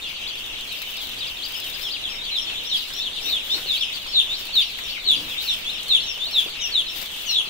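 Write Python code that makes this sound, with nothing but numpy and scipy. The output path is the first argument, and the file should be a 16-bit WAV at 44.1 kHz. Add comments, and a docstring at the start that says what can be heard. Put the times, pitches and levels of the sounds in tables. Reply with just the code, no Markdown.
"""Hundreds of young chicks peep in a plastered shed, heard close up on a phone with two microphone ports.
One chick's falling cries stand out; they grow strongest past the middle of the scene and then ease.
Each call is a gliding whistle that reaches the ports directly and by bounces off floor and walls.
Under it lie a low room noise, light pecks, a few ticks and scuffs, and clothing that rustles at each stride."""
import sys
import numpy as np
from scipy import signal
from scipy.fft import rfft, irfft, next_fast_len
from scipy.io import wavfile

SR = 44100
rng = np.random.default_rng(int(sys.argv[2]) if len(sys.argv) > 2 else 0)


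def unload_wav(signal):
    """Save mono or channel-first audio to the path in sys.argv[1] as 16-bit WAV at rate SR, clipped to [-1, 1]."""
    wavfile.write(
        sys.argv[1],
        SR,
        np.round(np.clip(np.atleast_2d(signal).T, -1, 1) * 32767).astype(np.int16),
    )


N = 330309
T = np.arange(N) / SR
ARCH_TOP = .4  # share of an arched call spent rising


def crying_chick():
    """One chick's loud falling cries, with strong bounces from floor and walls."""
    # cries: (start [s], length [s], base pitch [Hz], relative level [dB])
    peep_rows = [(2.01, .08, 3280, -27.5), (2.335, .068, 3400, -22), (2.685, .092, 3380, -19.5),
                 (3.275, .115, 3470, -21.5), (3.655, .115, 3450, -20.5), (4.113, .105, 3540, -14),
                 (4.521, .11, 3520, -14.5), (5.04, .11, 3470, -14.5), (5.45, .092, 3500, -20),
                 (5.867, .115, 3470, -14.5), (6.31, .108, 3420, -16), (6.707, .115, 3490, -17.5),
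                 (7.326, .09, 3360, -18)]
    return chick(peep_rows, peep, octave_db=-28.5, third_db=-32.5, echo_db=-4, pan_db=1.8)


def peep(u):
    """A cry starts high, flat and soft and is loudest on the shelf: pitch ratio, gain."""
    ratio = sag(u, lift=.195, lift_share=.29, slide=.14, drop=.27, crest=.09)
    return ratio, swell(u, attack=0.4, release=0.32, start_db=-21.5, end_db=-10.5)


def cheeping_chicks():
    """Soft falling cheeps close by."""
    # cheeps: (start [s], length [s], base pitch [Hz], relative level [dB])
    cheep_rows = [(.02, 0.06, 3300, -33.5), (.702, .058, 3570, -34.5), (.97, 0.071, 3350, -34),
                  (1.205, 0.042, 3450, -29.5), (1.37, 0.041, 3270, -42), (1.535, 0.032, 2970, -31.5),
                  (1.625, 0.052, 3075, -32.5), (1.83, 0.062, 3250, -29.5), (1.935, 0.036, 2890, -31),
                  (2.26, 0.048, 3224, -30), (2.31, 0.096, 3600, -27), (2.467, 0.038, 3290, -28.5),
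                  (3.038, 0.046, 3360, -27.5), (3.159, 0.033, 3440, -30), (3.808, 0.03, 3210, -20),
                  (5.296, 0.05, 3265, -32), (5.74, 0.045, 2900, -35.5), (6.02, 0.11, 3600, -35),
                  (6.12, 0.068, 2940, -39), (6.59, 0.088, 3390, -31.5), (6.864, 0.04, 3600, -31),
                  (7.29, 0.075, 3800, -23)]
    return chick(cheep_rows, cheep, octave_db=-28, third_db=-36, echo_db=-9.5, pan_db=4.0)


def cheep(u):
    """A shallower fall that keeps its strength almost to the end: pitch ratio, gain."""
    ratio = sag(u, lift=0.01996, lift_share=0.462, slide=.2, drop=0.141)
    return ratio, swell(u, attack=0.091, release=0.16, start_db=0.5, end_db=2.5)


def slurring_chicks():
    """Rising slurs that end in a flick, with clear octaves."""
    # slurs: (start [s], length [s], base pitch [Hz], relative level [dB])
    slur_rows = [(2.166, 0.11, 3790, -34), (2.536, 0.069, 3510, -31), (2.972, 0.078, 3620, -27.5),
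                 (3.239, 0.082, 3750, -25.5), (3.495, 0.068, 3680, -20.5), (3.714, 0.088, 3800, -27),
                 (4.285, 0.079, 3700, -25), (4.83, 0.083, 3700, -39), (5.363, 0.072, 3740, -27.5),
                 (5.652, 0.068, 3500, -26), (5.934, 0.096, 3650, -28.5), (6.195, 0.099, 3655, -26)]
    return chick(slur_rows, slur, octave_db=-24, third_db=-29, echo_db=-12.5, pan_db=3.0)


def slur(u, rise=0.159, flick=0.15):
    """A slow rise that fades in an upward flick: pitch ratio, gain."""
    ratio = 1 + rise * (u - .45) + flick * hump(u, at=.83, width=0.1333)
    return ratio, swell(u, attack=0.24, release=0.25, start_db=-10, end_db=-22)


def pipping_chicks():
    """Quick up-and-down pips, nearly pure in tone."""
    # pips: (start [s], length [s], top pitch [Hz], relative level [dB])
    pip_rows = [(.26, 0.054, 4720, -30), (.364, 0.039, 4650, -38), (.937, 0.085, 5210, -41),
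                (1.16, .075, 4820, -36), (1.256, 0.05, 5060, -33.5), (1.416, .065, 4880, -29),
                (1.72, .056, 5050, -33), (1.895, 0.066, 4850, -28.5), (2.749, 0.062, 4880, -29.5),
                (3.917, 0.061, 4780, -30.5), (4.6, 0.049, 4730, -26.5), (5.135, 0.059, 4700, -29),
                (5.775, 0.035, 4080, -31.5), (6.48, 0.063, 4640, -36), (4.33, .06, 4750, -38),
                (4.875, 0.067, 4610, -30.5), (6.935, .061, 4870, -39)]
    return chick(pip_rows, pip, octave_db=-45, third_db=-40, echo_db=-14, pan_db=6.5)


def pip(u, base=.65):
    """Up to a peak and straight back, weaker on the way down: pitch ratio, gain."""
    ratio = base + (1 - base) * hump(u, at=.5, width=.28)
    return ratio, swell(u, attack=0.14, release=1.0, start_db=-7, end_db=-3)


def squealing_chicks():
    """Low strained calls with a strong octave."""
    # squeals: (start [s], length [s], base pitch [Hz], relative level [dB])
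    squeal_rows = [(4.82, 0.066, 2790, -42), (5.472, 0.078, 2770, -37), (6.06, 0.071, 2775, -31),
                   (6.606, .074, 2840, -26.5), (7.257, 0.073, 2855, -27)]
    return chick(squeal_rows, squeal, octave_db=-7.5, third_db=-41, echo_db=-14.5, pan_db=5.5)


def squeal(u):
    """A low fall, pressed hardest in the middle: pitch ratio, gain."""
    ratio = sag(u, lift=.12, lift_share=.17, slide=.13, drop=.05, pivot=.55)
    return ratio, swell(u, attack=0.59, release=0.44, start_db=-8, end_db=-8)


def steady_caller(length=.086):
    """One chick repeats a high arched call at an easy, slightly drifting beat."""
    # its beat: (time [s], time to its next call [s])
    arch_beat = [(1.565, .279), (2.69, .279), (3.25, .291), (4.1, .274), (4.66, .267), (5.75, .289),
                 (7.0, .289)]
    # its voice: (time [s], top pitch [Hz], relative level [dB])
    arch_voice = [(1.57, 5260, -35), (1.85, 5550, -34), (3.25, 5750, -33), (4.1, 5360, -36.5),
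                  (4.66, 5580, -40), (5.2, 5600, -44), (5.75, 5490, -40), (6.9, 5520, -38)]
    times, hz, db = np.transpose(arch_voice)
    arch_rows, s = [], arch_beat[0][0]
    while s < arch_beat[-1][0]:
        start = s - ARCH_TOP * length  # the top of the arch falls on the beat
        arch_rows.append((start, length, np.interp(s, times, hz), np.interp(s, times, db)))
        s += np.interp(s, *np.transpose(arch_beat))
    return chick(arch_rows, arch, octave_db=-34, third_db=-40, echo_db=-9, pan_db=8)


def arch(u, rise=.18, fall=0.124):
    """A rounded arch, steeper on the way up: pitch ratio, gain."""
    up = rise * (1 - u / ARCH_TOP) ** 2
    down = fall * ((u - ARCH_TOP) / (1 - ARCH_TOP)) ** 2
    bend = np.where(u < ARCH_TOP, up, down)
    return 1 - bend, swell(u, attack=0.56, release=0.65, start_db=-5, end_db=-9)


def sag(u, lift, lift_share, slide, drop, pivot=.66, crest=0):
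    """Pitch sinks from a tense crest to a sloping shelf, then drops as the air runs out."""
    return 1 + lift * hump(u, crest, lift_share) + slide * (pivot - u) - drop * u ** 10


def hump(u, at, width):
    """A brief tightening of the syrinx."""
    return np.exp(-((u - at) / width) ** 2)


def swell(u, attack, release, start_db, end_db):
    """Gain that moves from start_db to 0 dB and on to end_db; attack and release are shares of the call."""
    rise = np.clip(1 - u / attack, 0, 1)
    fall = np.clip(1 - (1 - u) / release, 0, 1)
    return undb(start_db * rise + end_db * fall)


def chick(rows, gesture, octave_db, third_db, echo_db, pan_db, brighten=0.43):
    """The nearby calls of one kind; softer calls have a weaker third harmonic."""
    out = np.zeros((2, N))
    loudest = max(row[3] for row in rows)
    for s, length, hz, db in rows:
        dull_db = brighten * (db - loudest)
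        call = whistle(gesture, length, hz, octave_db, third_db + dull_db)
        add(out, s, paths(call, echo_db) * undb(db))
    return out * sides(pan_db)


def whistle(gesture, length, hz, octave_db, third_db, waver=0.007, flutter_db=0.8):
    """The syrinx: a gliding tone that wavers a little in pitch and level, with overtones."""
    # overtones on their way past the beak and the ports: (frequency [Hz], gain [dB])
    overtone_colour = [(5000, 11), (7200, 4), (8500, -8.5), (9500, 14), (10300, 13), (11200, -22),
                       (15000, -1)]
    u = np.linspace(0, 1, max(int(length * SR), 512))  # share of the call elapsed
    ratio, gain = gesture(u)
    turns = rng.standard_normal(size=(2, 28))
    wobble, flutter = (np.interp(u, np.linspace(0, 1, len(c)), c) for c in turns)
    pitch = hz * ratio * (1 + waver * wobble)
    phase = 2 * np.pi * np.cumsum(pitch) / SR
    tone = np.sin(phase)
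    for k, over_db in enumerate((octave_db, third_db), 2):
        strength = undb(over_db) * colour_at(k * pitch, overtone_colour)
        audible = k * pitch < SR / 2
        tone += strength * audible * np.sin(k * phase)
    fade = np.minimum(1, 20 * np.minimum(u, 1 - u))
    return np.sqrt(2) * tone * fade * gain * undb(flutter_db * flutter)


def paths(x, echo_db, latest_s=.016, port_s=.0004, left_lead_s=.00034, bearing_s=.00007):
    """Direct sound, first at the left port, plus four floor and wall bounces that beat against the glide."""
    out = np.zeros((2, len(x) + SR // 30))
    bounce = x * undb(echo_db)
    add(out[:1], 0, x)
    add(out[1:], left_lead_s + bearing_s * rng.standard_normal(), x)
    for late, left, right in rng.random(size=(4, 3)):
        add(out[:1], late * latest_s + left * port_s, bounce)
        add(out[1:], late * latest_s + right * port_s, bounce)
    # each port keeps the energy of the call itself
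    return out * np.sqrt(np.sum(x ** 2) / np.sum(out ** 2, axis=1, keepdims=True))


def scatter(x, beam_hz=6500, direct=0.41):
    """Overtones are beamed away from the phone, so much of them arrives late, scattered by floor and wall."""
    high = signal.sosfiltfilt(signal.butter(4, beam_hz, "high", fs=SR, output="sos"), x)
    late = undb(-3.5) * shed(high, t60_s=0.042, gap_s=0.0066)
    return x - (1 - direct) * high + late


def flock(count, scatter_db, echo_db, spread, cheep_hz=3150, pip_hz=4050, slur_hz=3250,
          length_s=.056, pan_db=3.0):
    """Many chicks, evenly busy: mostly cheeps, some pips and slurs, varied in pitch, length, level and side."""
    # level of the whole flock: (time [s], relative level [dB])
    flock_level = [(0.0, -37), (2.23, -39.5), (2.44, -37), (7.26, -38.5), (7.49, -36.5)]
    out = np.zeros((2, N))
    kinds = [(cheep, cheep_hz), (pip, pip_hz), (cheep, cheep_hz), (slur, slur_hz), (cheep, cheep_hz)]
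    variety = np.clip(rng.standard_normal((count, 4)), -2, 2)
    for k, (pitch, stretch, near, side) in enumerate(variety):
        gesture, hz = kinds[k % len(kinds)]
        length = length_s * np.exp(.22 * stretch)
        call = whistle(gesture, length, hz * np.exp(spread * pitch), -24, -54)
        s = (k + 2 * rng.random()) / count * (N / SR + length_s) - length_s
        add(out, s, paths(call, echo_db) * undb(scatter_db * near) * sides(pan_db + 2 * side))
    return unit(out) * undb(curve(flock_level))


def shed(x, t60_s, gap_s=0.0093):
    """Dense echoes between the plastered walls and the cloth roof, building up and dying by 60 dB in t60_s."""
    t = np.arange(SR * 3 // 4) / SR
    decay = np.exp(-np.log(1000) * t / t60_s)
    build_up = 1 - np.exp(-(t / gap_s) ** 2)
    tail = rng.standard_normal((2, len(t))) * decay * build_up
    tail /= np.sqrt(np.sum(tail ** 2, axis=1, keepdims=True))
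    return signal.fftconvolve(x, tail, axes=1)[:, :N]


def rustle(count=150, grain_s=0.0037, grain_db=12, scatter_db=12, flicker_db=5.0,
           left_db=4, right_db=0, right_swing=0.66, rise=0.45, rest_db=-47.5):
    """Clothing hisses with each stride, flickering and crackling; it swells most at the left port."""
    # cloth swells, about once a stride: (time of its height [s], length [s], relative level [dB])
    rustle_rows = [(0.907, 0.94, -38), (1.65, 0.62, -36.5), (2.76, 0.86, -42), (3.26, 0.15, -33),
                   (3.6, 1, -41.5), (4.597, 0.85, -41.5), (5.316, 0.74, -37), (5.852, 0.73, -59),
                   (6.36, 0.4, -42), (7.153, 0.69, -38.5)]
    # cloth at the left port: (frequency [Hz], relative density [dB per Hz])
    left_colour = [(1000, -6.5), (4000, 5.5), (7000, -6.5), (9500, -10), (12000, -2), (15000, 3)]
    # the duller right port, which faces away: (frequency [Hz], relative density [dB per Hz])
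    right_colour = [(1000, -3), (4000, 8.5), (6500, -0.5), (8500, 3), (10500, -3.5), (15000, -6.5)]
    grains = np.zeros(N)
    chance = rng.random((count, 2))
    grains[(chance[:, 0] * (N - 1)).astype(int)] = undb(grain_db - scatter_db * chance[:, 1])
    crackle = signal.lfilter([1], [1, -np.exp(-1 / (grain_s * SR))], grains)
    motion = 1  # level relative to the rest between strides
    for s, length, db in rustle_rows:
        corners = [s - rise * length, s, s + (1 - rise) * length]
        motion = motion + undb(db - rest_db) * np.interp(T, corners, [0, 1, 0])

    def grit():
        """Flicker drawn anew for each port, plus the shared crackle."""
        return unit(undb(flicker_db * wander(size=190)) + crackle)

    left = noise(left_colour)[0] * undb(left_db) * grit() * motion
    right = noise(right_colour)[0] * undb(right_db) * grit() * motion ** right_swing
    return np.array([left, right]) * undb(rest_db)


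def pecks(count=110, peck_db=-44, scatter_db=6.0, peck_hz=950, ring_s=0.011):
    """Beaks and feet tap lightly on the floor and the feeders: short bursts of resonant noise."""
    out, t = np.zeros((2, N)), np.arange(SR // 20) / SR
    for near, pitch, side in np.clip(rng.standard_normal((count, 3)), -2, 2):
        hz = peck_hz * np.exp(.6 * pitch)
        burst = band(band(rng.standard_normal((2, len(t))), hz, hz), hz, hz)
        tap = unit(burst) * np.exp(-t / ring_s)
        add(out, rng.random() * N / SR, tap * undb(peck_db + scatter_db * near) * sides(3 * side))
    return out


def ticks(decay_s=0.009, pan_db=5):
    """Small dry ticks: bands of noise that die at once."""
    # ticks: (time [s], relative level [dB], pitch [Hz], width [Hz])
    tick_rows = [(0.722, -36, 11000, 9000), (2.903, -33, 2000, 2500), (3.257, -40, 11000, 6000),
                 (4.787, -29, 2020, 594), (5.702, -40, 10100, 8000), (5.83, -33.5, 6540, 8000),
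                 (5.882, -34, 7500, 11000)]
    out, t = np.zeros((2, N)), np.arange(SR // 20) / SR
    for s, db, hz, width in tick_rows:
        burst = unit(band(rng.standard_normal((2, len(t))), hz, width))
        add(out, s, burst * np.exp(-t / decay_s) * undb(db) * sides(pan_db))
    return out


def scuffs():
    """Dull scuffs on the floor: centred bands of noise that swell and fade."""
    # scuffs: (start [s], length [s], relative level [dB], pitch [Hz])
    scuff_rows = [(3.149, 0.29, -47.5, 457), (3.485, 0.16, -44, 386), (5.02, .34, -42.5, 195),
                  (5.797, 0.18, -52, 477)]
    out = np.zeros((2, N))
    for s, length, db, hz in scuff_rows:
        rub = unit(band(rng.standard_normal(SR), hz, hz))[:int(length * SR)]
        add(out, s, rub * np.hanning(len(rub)) * undb(db))
    return out


def background(room_db=-40.0, alike_hz=480, bass_side=0.31, waver_db=0.98):
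    """Room noise of slightly wavering level, much alike at both ports in the bass."""
    # room noise: (frequency [Hz], relative density [dB per Hz])
    room_colour = [(10, 16), (42, 10), (100, 2), (300, 1.5), (700, 0), (1600, -3.5), (2600, 3.5),
                   (5000, -10), (7800, -11), (10000, -15), (15500, -16)]
    mid, side = noise(room_colour)
    high_pass = signal.butter(2, alike_hz, "high", fs=SR, output="sos")
    side = bass_side * side + signal.sosfilt(high_pass, noise(room_colour)[0])
    return unit(np.array([mid + side, mid - side])) * undb(room_db + waver_db * wander(size=90))


def undb(db):
    """Amplitude gain of a level in dB."""
    return 10 ** (np.asarray(db) / 20)


def unit(x):
    """Scale to an RMS of one."""
    return x / np.sqrt(np.mean(x ** 2) + 1e-20)


def sides(pan_db):
    """Left and right gains of a level difference (positive is left), at constant power."""
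    return unit(undb(np.array([[pan_db], [-pan_db]]) / 2))


def curve(rows):
    """Straight lines through (time, value) rows over the whole scene."""
    return np.interp(T, *np.transpose(rows))


def wander(size):
    """A random curve through `size` evenly spaced points over the whole scene."""
    return np.interp(T, np.linspace(0, N / SR, size), rng.standard_normal(size))


def colour_at(hz, points):
    """Gain of a (Hz, dB) colour, interpolated over log frequency."""
    f, db = np.transpose(points)
    return undb(np.interp(np.log(hz + 1), np.log(f), db))


def noise(points):
    """Two unrelated noises of one colour."""
    n = next_fast_len(N, True)
    spectrum = rfft(rng.standard_normal((2, n)))
    gain = colour_at(np.arange(n // 2 + 1) * SR / n, points)
    return unit(irfft(spectrum * gain, n)[:, :N])


def band(x, hz, width):
    """One resonance."""
    hz = min(hz, .45 * SR)
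    return signal.lfilter(*signal.iirpeak(hz, hz / min(width, .4 * SR), SR), x)


def add(out, s, x):
    """Mix a short sound in at time s."""
    i = int(s * SR)
    a, b = max(i, 0), min(i + x.shape[-1], N)
    if b > a:
        out[:, a:b] += x[..., a - i:b - i]


def scene():
    """Near callers, their neighbours, and the far flock heard only through the shed's echoes."""
    calls = (crying_chick() + cheeping_chicks() + pipping_chicks()
             + slurring_chicks() + squealing_chicks() + steady_caller())
    near = scatter(calls) + ticks() + scuffs() + pecks()
    near_echoes = undb(-6.5) * shed(near, t60_s=0.23)
    neighbours = undb(0.5) * flock(count=280, scatter_db=1.3, echo_db=-15.5, spread=.085)
    far = undb(3.5) * flock(count=360, scatter_db=0.5, echo_db=-8.0, spread=0.13)
    return near + near_echoes + neighbours + shed(far, t60_s=0.31) + background() + rustle()


def record(dry):
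    """The phone cuts the top steeply above 15650 Hz."""
    return signal.sosfilt(signal.ellip(10, .2, 70, 15650, fs=SR, output="sos"), dry)


dry = scene()
out = record(dry)
unload_wav(out)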